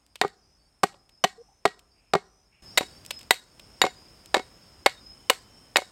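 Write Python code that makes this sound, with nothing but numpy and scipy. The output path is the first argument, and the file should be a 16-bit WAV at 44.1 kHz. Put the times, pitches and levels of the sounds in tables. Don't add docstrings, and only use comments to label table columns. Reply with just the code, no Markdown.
import sys
import numpy as np
from scipy import signal
from scipy.fft import rfft, irfft
from scipy.io import wavfile
from scipy.ndimage import uniform_filter1d

SR = 44100
rng = np.random.default_rng(int(sys.argv[2]) if len(sys.argv) > 2 else 0)


def wrap_up_sound(samples):
    columns = np.atleast_2d(samples).T
    tamed = np.clip(columns, -1, 1)
    steps = np.round(tamed * 32767).astype(np.int16)
    wavfile.write(sys.argv[1], SR, steps)


N = 260631
SIDE_FROM_S = 2.622
SIZE = 8192

# start_s, bite_s, force_db, thud_db, crack_db, splinter_db, blade_ring_db,
# spot_pitch_hz (the struck spot), slab_pitch_hz (the peeling slab)
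BLOWS = [(0.2136, .0041, -19.5, -37.5, -20.5, -29.5, -33, 1034, 1870),
         (0.8331, 0.0082, -17.5, -26.5, -25, -27.5, -41, 1139, 1513),
         (1.2393, .0081, -15.5, -31.5, -20, -27.5, -29, 696, 3010),
         (1.6531, 0.0079, -15, -31.5, -24, -31, -35.5, 777, 2142),
         (2.135, 0.0051, -17.5, -33, -26.5, -32.5, -40, 994, 1894),
         (2.7743, 0.012, -23, -39.5, -17, -21.5, -18, 1557, 2050),
         (3.3077, 0.0044, -18.5, -32, -15, -20.5, -21, 958, 1961),
         (3.8161, 0.0032, -17, -40, -16.5, -26.5, -17, 577, 1897),
         (4.343, 0.0066, -18, -42.5, -21, -29.5, -25, 814, 1772),
         (4.8605, 0.0058, -15, -32, -16, -25, -30.5, 779, 2198),
         (5.2982, .0059, -16, -36, -17, -21.5, -38, 581, 2930),
         (5.7583, 0.0031, -19.5, -49, -19.5, -41.5, -21.5, 1868, 2525)]
FACE_RING_DB, EDGE_RING_DB = -3.5, -8.5


def blows():
    out = np.zeros(N)
    for start, bite, force, thud, crack, splinter, blade, _, _ in BLOWS:
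        parts = wood(start, thud, force, crack, splinter)
        add(out, start, tear(bite, parts, contact=0.041, rise=0.0002))
        log_db = force + (FACE_RING_DB if start < SIDE_FROM_S else EDGE_RING_DB)
        add(out, start, log_and_blade(start, log_db, blade))
    return out


# pitch_hz, relative_level_db
THUD_FACE = [(25, -29), (55, -14.5), (110, -8), (175, 2.5), (240, 0.5), (300, -12), (420, -25),
             (1000, -54.5)]
THUD_EDGE = [(25, -31), (60, -20.5), (140, -19), (210, -12), (310, -7.5), (400, -0.5), (520, -21),
             (1000, -58.5)]
KNOCK_FACE = [(200, -39), (310, -7), (400, -0.5), (550, -10), (730, 3), (880, -5.5), (1100, -4.5),
              (1450, -9.5), (2200, -30.5), (5000, -70)]
KNOCK_EDGE = [(100, -48), (250, -16.5), (350, -7), (580, 2), (720, -6), (980, -1), (1400, -10),
              (2200, -42.5), (5000, -74)]
CRACK = [(500, -43), (1100, -15.5), (1450, 1.5), (2200, 4), (3200, -2.5), (4500, 0), (5500, -31),
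         (10000, -56)]
SPLINTER = [(2500, -26), (4500, -2), (5400, 0), (6500, -4), (8000, 3), (10000, -8), (12500, -7),
            (16000, -15)]


def wood(start, thud_db, knock_db, crack_db, splinter_db, brighten=0.91):
    on_face = start < SIDE_FROM_S
    thud = THUD_FACE if on_face else THUD_EDGE
    knock = KNOCK_FACE if on_face else KNOCK_EDGE
    tilt = brighten * max(splinter_db + 23.5, -12)
    splinter = [(hz, db + tilt * np.log2(hz)) for hz, db in SPLINTER]
    return [(thud, thud_db), (knock, knock_db), (CRACK, crack_db), (splinter, splinter_db)]


def tear(length, parts, contact, rise, grain_db=5.0, after_db=-17, after_t60=0.079):
    t, hz = np.arange(SIZE) / SR, np.fft.rfftfreq(SIZE, 1 / SR)
    grain = gain_of(grain_db * np.minimum(rng.exponential(1, SIZE), 4))
    snaps = rng.standard_normal(SIZE) * grain
    bite = np.exp(-(t / length) ** 4)
    crackle = gain_of(after_db - 60 * t / after_t60)
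    force = snaps * (bite + crackle) * (1 - np.exp(-t / rise))
    force /= np.linalg.norm(force)
    force[0] += contact
    spectrum = rfft(force)
    broad = np.sqrt(uniform_filter1d(abs(spectrum) ** 2, size=50))
    power = sum((gain_of(db) * evened(gain_of(read(colour, hz)))) ** 2 for colour, db in parts)
    coloured = irfft(spectrum * causal(np.sqrt(power) / broad))
    return np.sqrt(power.mean()) * as_hit(coloured)


# pitch_hz, t60_s (time to fade by 60 dB),
# face_relative_level_db, edge_relative_level_db
LOG = [(183, 0.081, -19.5, -61), (409, 0.06, -1.5, -9.5), (551, 0.055, -13.5, -4), (744.3, 0.075, -9, 4),
       (793.7, 0.044, -3.5, -9), (978, 0.015, -23, -4), (1100, 0.017, -12, -2), (1205, .035, -6, -26),
       (1490, 0.075, -28.5, -10.5), (1897, 0.11, -19, -16.5), (2173, 0.097, -23.5, -4.5)]
# pitch_hz, t60_s, relative_level_db
BLADE = [(2928, 0.019, -7.5), (3782, 0.045, -6), (4620, 0.015, -11.5), (7030, 0.036, -15.5),
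         (7730, 0.0089, -21.5), (11380, 0.11, -42), (13500, .025, -28)]


def log_and_blade(start, log_db, blade_db):
    hz, t60, face_db, edge_db = np.transpose(LOG)
    log = ring(hz, t60, face_db if start < SIDE_FROM_S else edge_db)
    blade = ring(*np.transpose(BLADE))
    return gain_of(log_db) * log + gain_of(blade_db) * blade


def ring(hz, t60, db, rise=0.0011, scatter_db=2.5, detune=0.0067):
    t = np.arange(SIZE) / SR
    size, shift = rng.standard_normal((2, len(hz), 1))
    sign = (-1) ** np.arange(len(hz))[:, None]
    swing = sign * np.sin(2 * np.pi * hz[:, None] * (1 + detune * shift) * t)
    fade = gain_of(db[:, None] + scatter_db * size - 60 * t / t60[:, None])
    return as_hit((fade * swing).sum(0) * (1 - np.exp(-t / rise)))


# multiple (of the slab's pitch), t60_s, relative_level_db
SLAB = [(1, 0.039, 4), (2, .023, -1.5)]
SLAB_DB, SPOT_DB, SPOT_T60_S = -4, -5.5, 0.026


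def slabs():
    out = np.zeros(N)
    multiple, t60, db = np.transpose(SLAB)
    for start, _, force, _, crack, _, _, spot_hz, slab_hz in BLOWS:
        spot = ring(np.array([spot_hz]), np.array([SPOT_T60_S]), np.zeros(1), detune=0.002)
        slab = ring(slab_hz * multiple, t60, db, scatter_db=1.5, detune=0.002)
        add(out, start, gain_of(force + SPOT_DB) * spot + gain_of(crack + SLAB_DB) * slab)
    return out


# start_s, force_db, thud_db, crack_db
REBOUNDS = [(.235, -30, -53, -59), (0.2475, -26, -34, -58), (1.676, -51, -53.5, -43.5),
            (2.1509, -18, -29.5, -33.5), (2.8078, -32, -30.5, -39), (2.829, -51, -44.5, -43),
            (3.8378, -19.5, -27, -38), (3.8504, -35, -31.5, -32.5), (3.864, -30.5, -37.5, -36),
            (4.357, -25, -61.5, -39), (4.366, -27.5, -27, -32.5), (4.378, -43, -54.5, -43),
            (4.393, -35.5, -36.5, -42), (5.767, -24.5, -81, -18.5), (5.783, -31, -38, -49.5),
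            (5.818, -42.5, -49, -51)]
REBOUND_BITE_S, REBOUND_SPLINTER_DB, REBOUND_BLADE_DB = 0.0055, -5.5, -13.5
REBOUND_RING_DB = -0.5


def rebounds():
    out = np.zeros(N)
    for start, force, thud, crack in REBOUNDS:
        parts = wood(start, thud, force, crack, crack + REBOUND_SPLINTER_DB)
        add(out, start, tear(REBOUND_BITE_S, parts, contact=0.041, rise=0.00086))
        add(out, start, log_and_blade(start, force + REBOUND_RING_DB, crack + REBOUND_BLADE_DB))
    return out


# start_s, length_s, level_db (of the click),
# brightness_db (more splinter and less knock)
CHIPS = [(0.064, .002, -69.5, 8), (0.1562, .0068, -44, -1.5), (0.279, .0023, -53.5, 0),
         (0.927, .009, -64, -14.5), (0.942, .0044, -60.5, -18.5), (1.093, .0054, -61.5, 0.5),
         (1.792, .0068, -58, 2.5), (3.05, .0026, -53, 2.5), (3.062, .0026, -54.5, 12.5),
         (3.1067, 0.0064, -30.5, -1), (3.19, .0053, -54, 6.5), (3.21, .005, -51, -0.5),
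         (3.23, .0025, -57.5, 4), (3.596, .0046, -49, -1), (4.259, .0028, -56.5, 8.5)]
# pitch_hz, relative_level_db
CHIP_CLICK = [(500, -33.5), (1100, -13.5), (1500, -9), (2100, -5.5), (2600, 1), (3600, 0), (4500, -6),
              (5600, -21.5), (10000, -41.5)]
CHIP_KNOCK_DB, CHIP_SPLINTER_DB = -11.5, -3


def chips():
    out = np.zeros(N)
    for start, length, db, bright_db in CHIPS:
        knock_db = db + CHIP_KNOCK_DB - bright_db
        splinter_db = db + CHIP_SPLINTER_DB + bright_db
        parts = [(KNOCK_EDGE, knock_db), (CHIP_CLICK, db), (SPLINTER, splinter_db)]
        sound = tear(length, parts, contact=0.2, rise=0.00059, grain_db=9.0, after_db=-22, after_t60=0.045)
        add(out, start, sound)
    return out


# pitch_hz, relative_level_db
ECHO = [(100, -27), (400, -35), (800, -34.5), (2000, -18.5), (5000, -17.5), (8000, -18.5), (15000, -23.5)]
# pitch_hz, t60_s
ECHO_T60 = [(100, 0.98), (800, 0.6), (2500, 0.14), (5500, 0.33), (9000, 0.28), (15000, 0.21)]


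def trees(x, build=0.005):
    taps = rng.standard_normal(SR) * (rng.random(SR) < 4000 / SR)
    hz, t, spectrum = signal.stft(taps, SR, nperseg=256)
    fade = gain_of(-60 * t / read(ECHO_T60, hz)[:, None]) * (1 - np.exp(-t / build))
    fade /= np.sqrt(np.mean(fade ** 2, axis=1, keepdims=True))
    shaped = spectrum * fade * gain_of(read(ECHO, hz))[:, None]
    tail = signal.istft(shaped, SR, nperseg=256)[1]
    return signal.fftconvolve(x, tail / np.linalg.norm(taps))[:N]


# pitch_hz, width_hz, relative_level_db
INSECTS = [(5220, 290, -3.5), (6640, 180, -14.5), (8700, 1200, -12)]
# start_s, pitch_hz, level_db
NEAR_NOTES = [(.41, 4780, -76), (.57, 4630, -74), (1.11, 5210, -66), (1.9, 4790, -72), (2.63, 5220, -54),
              (2.66, 4810, -59.5), (2.682, 5560, -58.5), (2.88, 4670, -64), (3.105, 5140, -49),
              (3.94, 4970, -61), (4.98, 4980, -62), (5.04, 5140, -52)]
INSECTS_FRONT_DB, INSECTS_SIDE_DB = -70, -59.5


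def insects(count=130, centre_hz=5150, spread_hz=220, spread_db=3, notes_db=-5, waver_db=1.5):
    chorus, crowd, near = np.zeros((3, N))
    for hz, width, db in INSECTS:
        waver = waver_db * band(0, 9.1, count=N)
        chorus += gain_of(db + waver) * band(hz, width, count=N)
    for k, (pitch, size) in enumerate(rng.standard_normal((count, 2))):
        start = (k + rng.random()) / count * N / SR
        add(crowd, start, note(centre_hz + spread_hz * pitch, spread_db * size))
    for start, hz, db in NEAR_NOTES:
        add(near, start, note(hz, db))
    far = chorus + gain_of(notes_db) * evened(crowd)
    return near + far * background_gain(INSECTS_FRONT_DB, INSECTS_SIDE_DB)


def note(hz, db):
    return gain_of(db) * glide(0.13, hz - 50, hz, width=38)


# start_s, length_s, first_pitch_hz, last_pitch_hz, width_hz, level_db
BIRD_CALLS = [(1.375, .052, 446, 480, 5.4, -49), (1.468, 0.077, 780, 820, 110, -68),
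              (1.933, .21, 2520, 2560, 540, -76), (2.507, 0.12, 2330, 2560, 700, -69.5),
              (4.957, 0.049, 3710, 3740, 27, -58.5)]


def birds():
    out = np.zeros(N)
    for start, length, first_hz, last_hz, width, db in BIRD_CALLS:
        add(out, start, gain_of(db) * glide(length, first_hz, last_hz, width))
    return out


def glide(length, first_hz, last_hz, width):
    count = int(length * SR)
    hz = last_hz + (first_hz - last_hz) * np.linspace(1, 0, count) ** 2
    turn = np.exp(2j * np.pi * np.cumsum(hz) / SR)
    blur = (band(0, width, count=2 * SIZE) + 1j * band(0, width, count=2 * SIZE))[:count]
    return evened((turn * blur).real * signal.windows.tukey(count, 0.45))


# start_s, length_s, first_pitch_hz, last_pitch_hz,
# rate_hz (pulses a second), slur (fall of each pulse as a share of its pitch), level_db
TRILLS = [(0.338, 0.26, 5850, 5960, 62, .06, -77), (1.375, .25, 5760, 6100, 62, 0.07, -74.5),
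          (2.22, .25, 5700, 6010, 68, .06, -73), (5.055, 0.7, 3010, 3085, 24, .011, -72.5)]


def trills():
    out = np.zeros(N)
    for start, *shape in TRILLS:
        add(out, start, trill(*shape))
    return out


def trill(length, first_hz, last_hz, rate, slur, db):
    t = np.arange(int(length * SR)) / SR
    stroke = rate * t % 1
    path = last_hz + (first_hz - last_hz) * (1 - t / length) ** 2
    hz = path * (1 + slur * (0.5 - stroke))
    pulses = np.sin(2 * np.pi * np.cumsum(hz) / SR) * np.sin(np.pi * stroke)
    return gain_of(db) * evened(pulses * signal.windows.tukey(len(t), 0.3))


# pitch_hz, relative_level_db (per Hz)
AIR_FRONT = [(15, -30.5), (25, -10.5), (50, 3), (90, -4.5), (150, -8), (280, -11.5), (480, -16),
             (800, -15.5), (1650, -22.5), (2500, -23.5), (4000, -28.5), (6400, -31), (10000, -32.5),
             (16000, -41.5)]
AIR_SIDE = [(15, -31), (25, -12.5), (48, 3), (90, -0.5), (230, -4.5), (450, -9), (800, -11.5), (1900, -18),
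            (3000, -18), (4200, -22.5), (6000, -24), (8500, -24.5), (11000, -31), (16000, -31.5)]
AIR_FRONT_DB, AIR_SIDE_DB = -67.5, -57


def air():
    t, hz = np.arange(N) / SR, np.fft.rfftfreq(N, 1 / SR)
    front, side = (evened(irfft(rfft(rng.standard_normal(N)) * gain_of(read(colour, hz)), N))
                   for colour in (AIR_FRONT, AIR_SIDE))
    return np.where(t < SIDE_FROM_S, front, side) * background_gain(AIR_FRONT_DB, AIR_SIDE_DB)


# time_s, relative_level_db
BACKGROUND = [(2.8, -52), (3.26, -53.5), (3.39, -62), (3.62, -55), (3.86, -54), (5.9, -56)]


def background_gain(front_db, side_db):
    t = np.arange(N) / SR
    swell = np.interp(t, *np.transpose(BACKGROUND))
    swell -= swell[t >= SIDE_FROM_S].mean()
    return gain_of(np.where(t < SIDE_FROM_S, front_db, side_db + swell))


def band(hz, width, count):
    f = np.fft.rfftfreq(count, 1 / SR)
    gain = 1 / (1 + (2 * (f - hz) / width) ** 4) ** 0.5
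    return evened(irfft(rfft(rng.standard_normal(count)) * gain, count))


def causal(gain):
    cepstrum = irfft(np.log(np.maximum(gain, gain.max() * 1e-5)))
    cepstrum[1:SIZE // 2] *= 2
    cepstrum[SIZE // 2 + 1:] = 0
    return np.exp(rfft(cepstrum))


def gain_of(db):
    return 10 ** (np.asarray(db) / 20)


def evened(x):
    return x / np.sqrt(np.mean(x ** 2) + 1e-20)


def as_hit(x):
    return x * np.sqrt(0.01 * SR / (np.sum(x ** 2) + 1e-20))


def read(points, hz):
    f, value = np.transpose(points)
    return np.interp(np.log(hz + 1), np.log(f + 1), value)


def add(mix, start, sound):
    part = mix[round(start * SR):][:len(sound)]
    part += sound[:len(part)]


def scene(echo_db=0.94):
    chopping = blows() + rebounds() + chips()
    echo = gain_of(echo_db) * trees(chopping)
    forest = insects() + birds() + trills() + air()
    return (chopping + slabs() + echo + forest)[None]


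def record(dry):
    clipped = np.clip(dry, -1, 1)
    lowpass = signal.firwin(255, 16100, window=("kaiser", 9), fs=SR)
    return signal.oaconvolve(clipped, lowpass[None], "same")


dry = scene()
out = record(dry)
wrap_up_sound(out)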